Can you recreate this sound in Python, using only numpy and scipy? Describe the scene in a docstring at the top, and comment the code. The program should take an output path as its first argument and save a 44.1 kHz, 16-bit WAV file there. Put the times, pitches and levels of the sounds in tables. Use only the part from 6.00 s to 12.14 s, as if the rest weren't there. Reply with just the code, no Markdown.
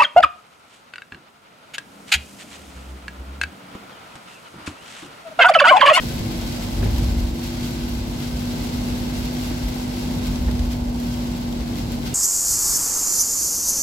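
"""Inside a car driving through heavy rain on a wet road, heard in stereo.
Rain: thousands of random clicks, coloured by the glass, tick and sizzle in gusts; fat drops splat on top.
Road: shaped noise makes the tyre wash and the rumble; low resonances boom on rough patches, seams thud.
A wiper chirps once, as a short burst of ringing noise. The drive train hums, as sines at multiples
of one turning speed."""
import sys
import numpy as np
from scipy import signal
from scipy.fft import rfft, irfft
from scipy.io import wavfile
from scipy.ndimage import uniform_filter1d

SR = 44100
rng = np.random.default_rng(int(sys.argv[2]) if len(sys.argv) > 2 else 0)


def pcm_store(signal):
    """Save signal as 16-bit PCM."""
    levels = np.round(np.clip(np.atleast_2d(signal), -1, 1) * 32767)
    wavfile.write(sys.argv[1], SR, levels.astype(np.int16).T)


N = 270774
TIME = np.arange(N) / SR  # seconds

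# Strength of the rain over time. Each row: time in seconds, level of the patter in dB.
RAIN_STRENGTH = [(0, -35), (.2, -38), (.55, -36), (.72, -38.5), (1.03, -37), (1.34, -41.5), (1.46, -37),
                 (1.65, -37), (2.0, -39.5), (2.65, -37.5), (3.6, -37), (3.8, -39), (4.33, -38),
                 (4.44, -40.5), (4.92, -43), (5.05, -39.5), (5.65, -41), (6.14, -39)]
# Gusts fling a sheet of drops at the glass, or hold it off. Each row: time in seconds, change in dB.
GUSTS = [(1.325, -2.5), (1.64, 1.5), (2.22, 2), (4.26, 2.5), (4.73, 5), (5.79, 3), (5.93, 1.5), (6.0, -2.5),
         (6.069, 4.5)]
# Sizes of drops. Each row: drops per second, average spread of strength in dB, share in dB.
DROP_SIZES = [(9160, 2.9, -0.5), (798, 2.5, -3.3)]
# Tone of the ticking drops. Each row: frequency in Hz, strength in dB.
PATTER_SPECTRUM = [(400, -24), (900, -8), (1300, -1), (1800, -4.5), (2600, 0), (3500, 0.5), (4500, 0),
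                   (5500, -3), (6800, -7.5), (8100, -6), (8700, -17.5), (11000, -14.5), (16000, -33)]
# Tone of the fine sizzle as drops burst. Each row: frequency in Hz, strength in dB.
SPRAY_SPECTRUM = [(2000, -25), (5000, -3), (8000, -6), (8800, -6), (10000, -4.5), (11700, 0.5),
                  (13500, 0.5), (16000, -3.5)]
# Resonances of the windscreen. Each row: frequency in Hz, width in Hz, gain in dB.
GLASS_MODES = [(1529, 64, 6), (2033, 86, 4.5)]
# Tiny sharp drops close by. One row: drops per second, average spread of strength in dB,
# level in dB against the sizzle.
SHARP_DROPS = (260, 4.4, -8)
# Tone of the tiny sharp drops. Each row: frequency in Hz, strength in dB.
SHARP_DROP_SPECTRUM = [(5000, -29), (9000, -9), (12000, 1), (16000, 1)]
# Fat drops on the glass. Each row: start in seconds, tick level in dB, sizzle level in dB,
# left over right in dB.
FAT_DROPS = [(.732, -39, -40, 1), (0.9823, -36, -31, 11), (2.37, -38, -39, 0), (4.357, -28, -48, 0),
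             (4.5124, -33, -40, 5), (4.593, -31, -40, 2), (5.0, -35, -32, 1.5), (5.5256, -35, -34, 3),
             (5.7557, -32, -37, -1), (5.792, -36, -46, 2), (5.9194, -37, -31, 1)]
# Coarseness of the road. Each row: time in seconds, tyre wash in dB, rumble in dB.
ROAD_SURFACE = [(0, -37.5, -29.5), (.7, -36.5, -30.5), (1.0, -35.5, -28), (1.25, -38, -31.5),
                (2.1, -39, -32), (2.9, -36.5, -28.5), (3.7, -36.5, -33), (4.2, -36, -29), (4.7, -37, -31),
                (5.3, -37.5, -31.5), (6.14, -37.5, -29.5)]
# Tone of the tyre wash. Each row: frequency in Hz, strength in dB.
WASH_SPECTRUM = [(150, -12), (300, 3), (440, -0.5), (580, 2), (700, 1), (890, -0.5), (1050, -4.5),
                 (1250, -14), (2000, -17), (5000, -46)]
# Tone of the road rumble. Each row: frequency in Hz, strength in dB.
RUMBLE_SPECTRUM = [(12, -32), (24, -24), (70, -4.5), (102, -0.5), (130, -2), (175, -3), (210, -2),
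                   (260, -5), (320, -9.5), (380, -16.5), (520, -19.5), (1000, -60)]
# Booming of the body and cabin air. Each row: frequency in Hz, width in Hz, gain in dB.
BOOM_MODES = [(46.2, 4.7, -7.5), (58.1, 5.1, -3.5), (75, 13, -32)]
# Rough patches. Each row: start of full strength in seconds, its length in seconds, boom in dB.
ROUGH_PATCHES = [(.8, .45, -21.5), (4.296, 0.58, -32), (4.47, 0.15, -24)]
# Dips in the road rock the body briefly. Each row: time in seconds, boom in dB.
DIPS = [(.21, -46), (1.95, -30), (2.35, -28), (3.24, -29), (3.66, -23), (5.61, -29)]
# Seams in the road. Each row: start in seconds, thud level in dB, knock level in dB.
SEAMS = [(0.206, -18.5, -29), (0.808, -18, -26), (.826, -27, -21), (0.857, -14.5, -25), (0.894, -38, -28),
         (1.025, -15, -45), (2.864, -41, -29), (3.504, -25, -23.5), (4.481, -18, -26.5)]
# Tones a wheel impact sets ringing. Each row: frequency in Hz, time to fade by 60 dB in seconds,
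# level in dB against the thud.
THUD_MODES = [(58.6, .25, 0), (105.3, 0.35, -3), (124.4, 0.14, -2.5), (174, 0.053, -2)]
# Tone of the knocking trim. Each row: frequency in Hz, strength in dB.
KNOCK_SPECTRUM = [(100, -8), (295, 14), (370, 8), (480, 4.5), (850, -7.5), (1300, -10), (2500, -11),
                  (6000, -52)]
# Chirp of the wiper rubber. One row: frequency in Hz, width in Hz, level in dB.
WIPER_CHIRP = (1520, 680, -31)
# Turning speed of the drive train. Each row: time in seconds, turns per second in Hz.
TURNING_SPEED = [(0, 47.62), (1.2, 48.23), (2, 48.34), (2.95, 48.82), (3.75, 49.4), (4.65, 48.59),
                 (5.9, 47.9), (6.14, 47.9)]
# The hum's fifth order, which rings in the cabin. Each row: time in seconds, level in dB.
FIFTH_ORDER = [(0, -32.5), (1.8, -31.5), (2.95, -28), (3.35, -30), (3.8, -29), (5.1, -27), (5.55, -29),
               (5.9, -31), (6.14, -30.5)]
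# Weaker orders of the hum. Each row: multiple of the turning speed, level in dB.
WEAK_ORDERS = [(1, -36.5), (2, -39.5), (3, -39.5), (6, -48.5), (8, -58)]

GUST_S, DIP_S = 0.023, 0.036  # seconds from the peak of a swell until it is down to 37 %
FLUTTER_DB, FLUTTER_HZ = 0.5, 14  # the rain's own unevenness
# The spray follows the patter: its level at a usual patter level, and dB per dB beyond that.
USUAL_PATTER_DB, SPRAY_DB, SPRAY_FOLLOWS = -38, -46.5, 1.1
PATCH_ATTACK_S, PATCH_RELEASE_S, SMOOTH_ROAD_BOOM_DB = 0.085, 0.12, -35
LEFT_LEAD_S = 0.00045  # sound from the left reaches the right microphone this much later
WIPER_CHIRP_S = 4.477  # start in seconds
FIFTH_WAVER_DB = 0.7
# The seventh order: its mean level, and dB lost per dB that the fifth grows.
SEVENTH_DB, SEVENTH_YIELDS = -43.5, 1.58
CUTOFF_HZ = 15900


def rain():
    """Each drop gives a dull tick through the glass and a fine sizzle as it bursts."""
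    patter_db, spray_db = rain_levels()
    hits = sum(from_db(db) * drops(per_s, spread_db) for per_s, spread_db, db in DROP_SIZES)

    ticks = rms_one(cabin(hits, t60=0.065, wet_db=0.5, pan_db=12))
    # drops on roof and bonnet merge into a hiss
    far = from_db(-8.5) * stereo_noise(0) + from_db(-8) * from_the_left()
    ring = resonate(stereo_noise(0), GLASS_MODES)
    patter = colour(ticks + far + ring, PATTER_SPECTRUM)

    sizzle = colour(cabin(hits, t60=0.016, wet_db=-4, pan_db=25), SPRAY_SPECTRUM)
    per_s, spread_db, sharp_db = SHARP_DROPS
    sharp_hits = cabin(drops(per_s, spread_db), t60=0.012, wet_db=-10, pan_db=15)
    sharp = from_db(sharp_db) * colour(sharp_hits, SHARP_DROP_SPECTRUM)

    # both lean a little to the left
    return from_db(patter_db) * patter * pan(0.81) + from_db(spray_db) * (sizzle + sharp) * pan(2.8)


def rain_levels():
    """Patter and spray in dB: both follow the rain and its gusts; the spray flutters more."""
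    strength_db, = in_time(RAIN_STRENGTH)
    gusts_db = sum(db * swell(s, GUST_S) for s, db in GUSTS)
    patter_db = strength_db + gusts_db + FLUTTER_DB * drift(FLUTTER_HZ)
    spray_db = SPRAY_DB + SPRAY_FOLLOWS * (patter_db - USUAL_PATTER_DB) + 0.9 * drift(FLUTTER_HZ)
    return patter_db, spray_db


def drops(per_s, spread_db, count=10):
    """Drops land at chance moments, as clicks of random strength dealt to patches across the glass."""
    chance = per_s * from_db(1.5 * drift(15)) / SR  # the rate itself wanders
    at = np.flatnonzero(rng.random(N) < chance)
    strength = from_db(spread_db * np.minimum(rng.exponential(1, N), 4.5))
    size = strength * rng.choice([-1, 1], N)
    patch = rng.integers(0, count, N)
    clicks = np.zeros((count, N))
    clicks[patch[at], at] = size[at]
    return rms_one(clicks)


def cabin(patches, t60, wet_db, pan_db):
    """Each patch of glass has its own direct path and its own reflections to the two microphones."""
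    age = TIME[:SR // 20]
    out = 0
    for place, clicks in zip(np.linspace(-1, 1, len(patches)), patches):  # from right to left
        # reflections: fading noise that starts after a millisecond
        path = rng.standard_normal((2, len(age))) * from_db(-60 * age / t60) * (age > 0.001)
        path *= from_db(wet_db) / np.sqrt(np.sum(path ** 2, axis=1, keepdims=True))
        # direct sound: the nearer microphone hears it some samples sooner
        lag = round(place * 12)
        path[[0, 1], [12 - lag, 12 + lag]] += 1
        path = path * pan(pan_db * place)
        out = out + signal.oaconvolve(clicks[None], path, axes=1)[:, :N]
    return out


def splats():
    """A fat drop ticks through the windscreen and scatters for a few milliseconds."""
    tick = sum(from_db(db) * pan(side) * burst(s, 0.00016, 0.033) for s, db, _, side in FAT_DROPS)
    sizzle = sum(from_db(db) * pan(side) * burst(s, 0.00033, 0.016) for s, _, db, side in FAT_DROPS)
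    ticking = tick * colour(stereo_noise(0), PATTER_SPECTRUM)
    return ticking + sizzle * colour(stereo_noise(0), SPRAY_SPECTRUM)


def road():
    """The rough surface shakes the body, while the tyres throw up water."""
    wash_db, rumble_db = in_time(ROAD_SURFACE)
    wash_noise = stereo_noise(0) + from_db(-7) * from_the_left()
    wash = from_db(wash_db) * colour(wash_noise, WASH_SPECTRUM)
    rumble = from_db(rumble_db) * colour(stereo_noise(-11), RUMBLE_SPECTRUM)
    return wash + rumble + boom() + bumps()


def boom():
    """Shaking makes the body and the cabin air resonate at a few low pitches."""
    shake = resonate(stereo_noise(-24), BOOM_MODES)
    # even out the strength, so that jolting() alone sets it
    shake /= np.sqrt(uniform_filter1d(np.mean(shake ** 2, axis=0), SR // 12))
    band = signal.butter(4, [34, 95], "band", fs=SR, output="sos")
    return signal.sosfiltfilt(band, jolting() * shake)


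def jolting():
    """How hard the road shakes the body: a wandering base, rough patches and dips."""
    base = from_db(SMOOTH_ROAD_BOOM_DB + 2.6 * drift(4.5))
    patches = sum(from_db(db) * held(s, length, PATCH_ATTACK_S, PATCH_RELEASE_S)
                  for s, length, db in ROUGH_PATCHES)
    dips = sum(from_db(db) * swell(s, DIP_S) for s, db in DIPS)
    return base + patches + dips


def bumps():
    """A seam sets the body's modes ringing and knocks the trim."""
    thud = 0
    for s, db, _ in SEAMS:
        for hz, t60, mode_db in THUD_MODES:
            tone = np.sin(2 * np.pi * hz * (TIME - s))
            thud = thud + from_db(db + mode_db) * burst(s, 0.0023, t60) * tone
    knock = sum(from_db(db) * burst(s, 0.0028, 0.1) for s, _, db in SEAMS)
    return thud + knock * colour(stereo_noise(-5.5), KNOCK_SPECTRUM)


def wiper():
    """The rubber catches on the glass for a moment and rings."""
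    hz, width, db = WIPER_CHIRP
    band = [(hz, width, 0)]
    ring = rms_one(resonate(resonate(stereo_noise(0), band), band))
    return from_db(db) * burst(WIPER_CHIRP_S, 0.0056, 0.086) * ring


def hum():
    """Orders (multiples) of one turning speed, all wavering; the fifth rings in the cabin."""
    hz, = in_time(TURNING_SPEED)
    fifth_db, = in_time(FIFTH_ORDER)
    seventh_db = SEVENTH_DB - SEVENTH_YIELDS * (fifth_db - fifth_db.mean())
    turn = 2 * np.pi * np.cumsum(hz) / SR  # angle in radians
    out = from_db(fifth_db + FIFTH_WAVER_DB * drift(3)) * np.sin(5 * turn)
    out += from_db(seventh_db + 1.96 * drift(3.4)) * np.sin(7 * turn + 0.39 * drift(5))
    for order, db in WEAK_ORDERS:
        out += from_db(db + 0.54 * drift(4.4)) * np.sin(round(order) * turn + 0.5 * drift(1.4))
    return np.sqrt(2) * out  # a sine's rms is its peak over root 2


def from_the_left():
    """Noise from the left side, heard first by the left microphone."""
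    noise = rng.standard_normal(N)
    return np.array([noise, np.roll(noise, round(LEFT_LEAD_S * SR))])


def stereo_noise(side_db):
    """White noise at two microphones; the weaker the side, the more alike they are."""
    mid, side = rng.standard_normal((2, N))
    return rms_one(mid + from_db(side_db) * side * [[1], [-1]])


def resonate(x, modes):
    """Parallel resonances, each with its own gain at its peak; narrow ones ring longer."""
    out = 0
    for hz, width, db in modes:
        r = np.exp(-np.pi * width / SR)
        feedback = [1, -2 * r * np.cos(2 * np.pi * hz / SR), r * r]
        gain = from_db(db) * (1 - r * r) / 2
        out = out + gain * signal.lfilter([1, 0, -1], feedback, x)
    return out


def colour(x, spectrum):
    """Filter x by a smooth curve over frequency, then set its rms to 1."""
    hz, db = np.transpose(spectrum)
    bins = np.maximum(np.arange(N // 2 + 1) * SR / N, 1)
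    gain = from_db(np.interp(np.log(bins), np.log(hz), db))
    return rms_one(irfft(rfft(x) * gain, N))


def drift(rate_hz):
    """Slow random wandering around zero, with rms 1."""
    bins = np.arange(N // 2 + 1) * SR / N
    return rms_one(irfft(rfft(rng.standard_normal(N)) / (1 + (bins / rate_hz) ** 2), N))


def burst(start, rise_s, t60):
    """Envelope of a blow: a quick rise, and a steady decay of 60 dB in t60 seconds."""
    age = np.maximum(TIME - start, 0)
    return (1 - np.exp(-age / rise_s)) * from_db(-60 * np.minimum(age / t60, 4))


def swell(centre, half_s):
    """A smooth rise and fall of height 1."""
    return np.exp(-((TIME - centre) / half_s) ** 2)


def held(start, length, attack_s, release_s):
    """Rise before the start, hold at 1 for the length, then fall."""
    rise = 1 + (TIME - start) / attack_s
    fall = 1 - (TIME - start - length) / release_s
    return np.clip(np.minimum(rise, fall), 0, 1)


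def in_time(rows):
    """Each column of a table after its time, drawn as a line through every sample."""
    s, *columns = np.transpose(rows)
    return [np.interp(TIME, s, column) for column in columns]


def pan(db):
    """Left and right gains; the left is louder by this many dB."""
    return from_db(np.array([[0.5], [-0.5]]) * db)


def from_db(db):
    """Decibels to a plain factor."""
    return 10 ** (np.asarray(db) / 20)


def rms_one(x):
    """Scale to an rms (average strength) of 1."""
    return x / np.sqrt(np.mean(x ** 2) + 1e-20)


def scene():
    """All sources together."""
    return rain() + splats() + road() + wiper() + hum()


def record(dry):
    """The top is cut steeply."""
    return signal.sosfilt(signal.ellip(12, 0.1, 90, CUTOFF_HZ, fs=SR, output="sos"), dry)


dry = scene()
out = record(dry)
pcm_store(out)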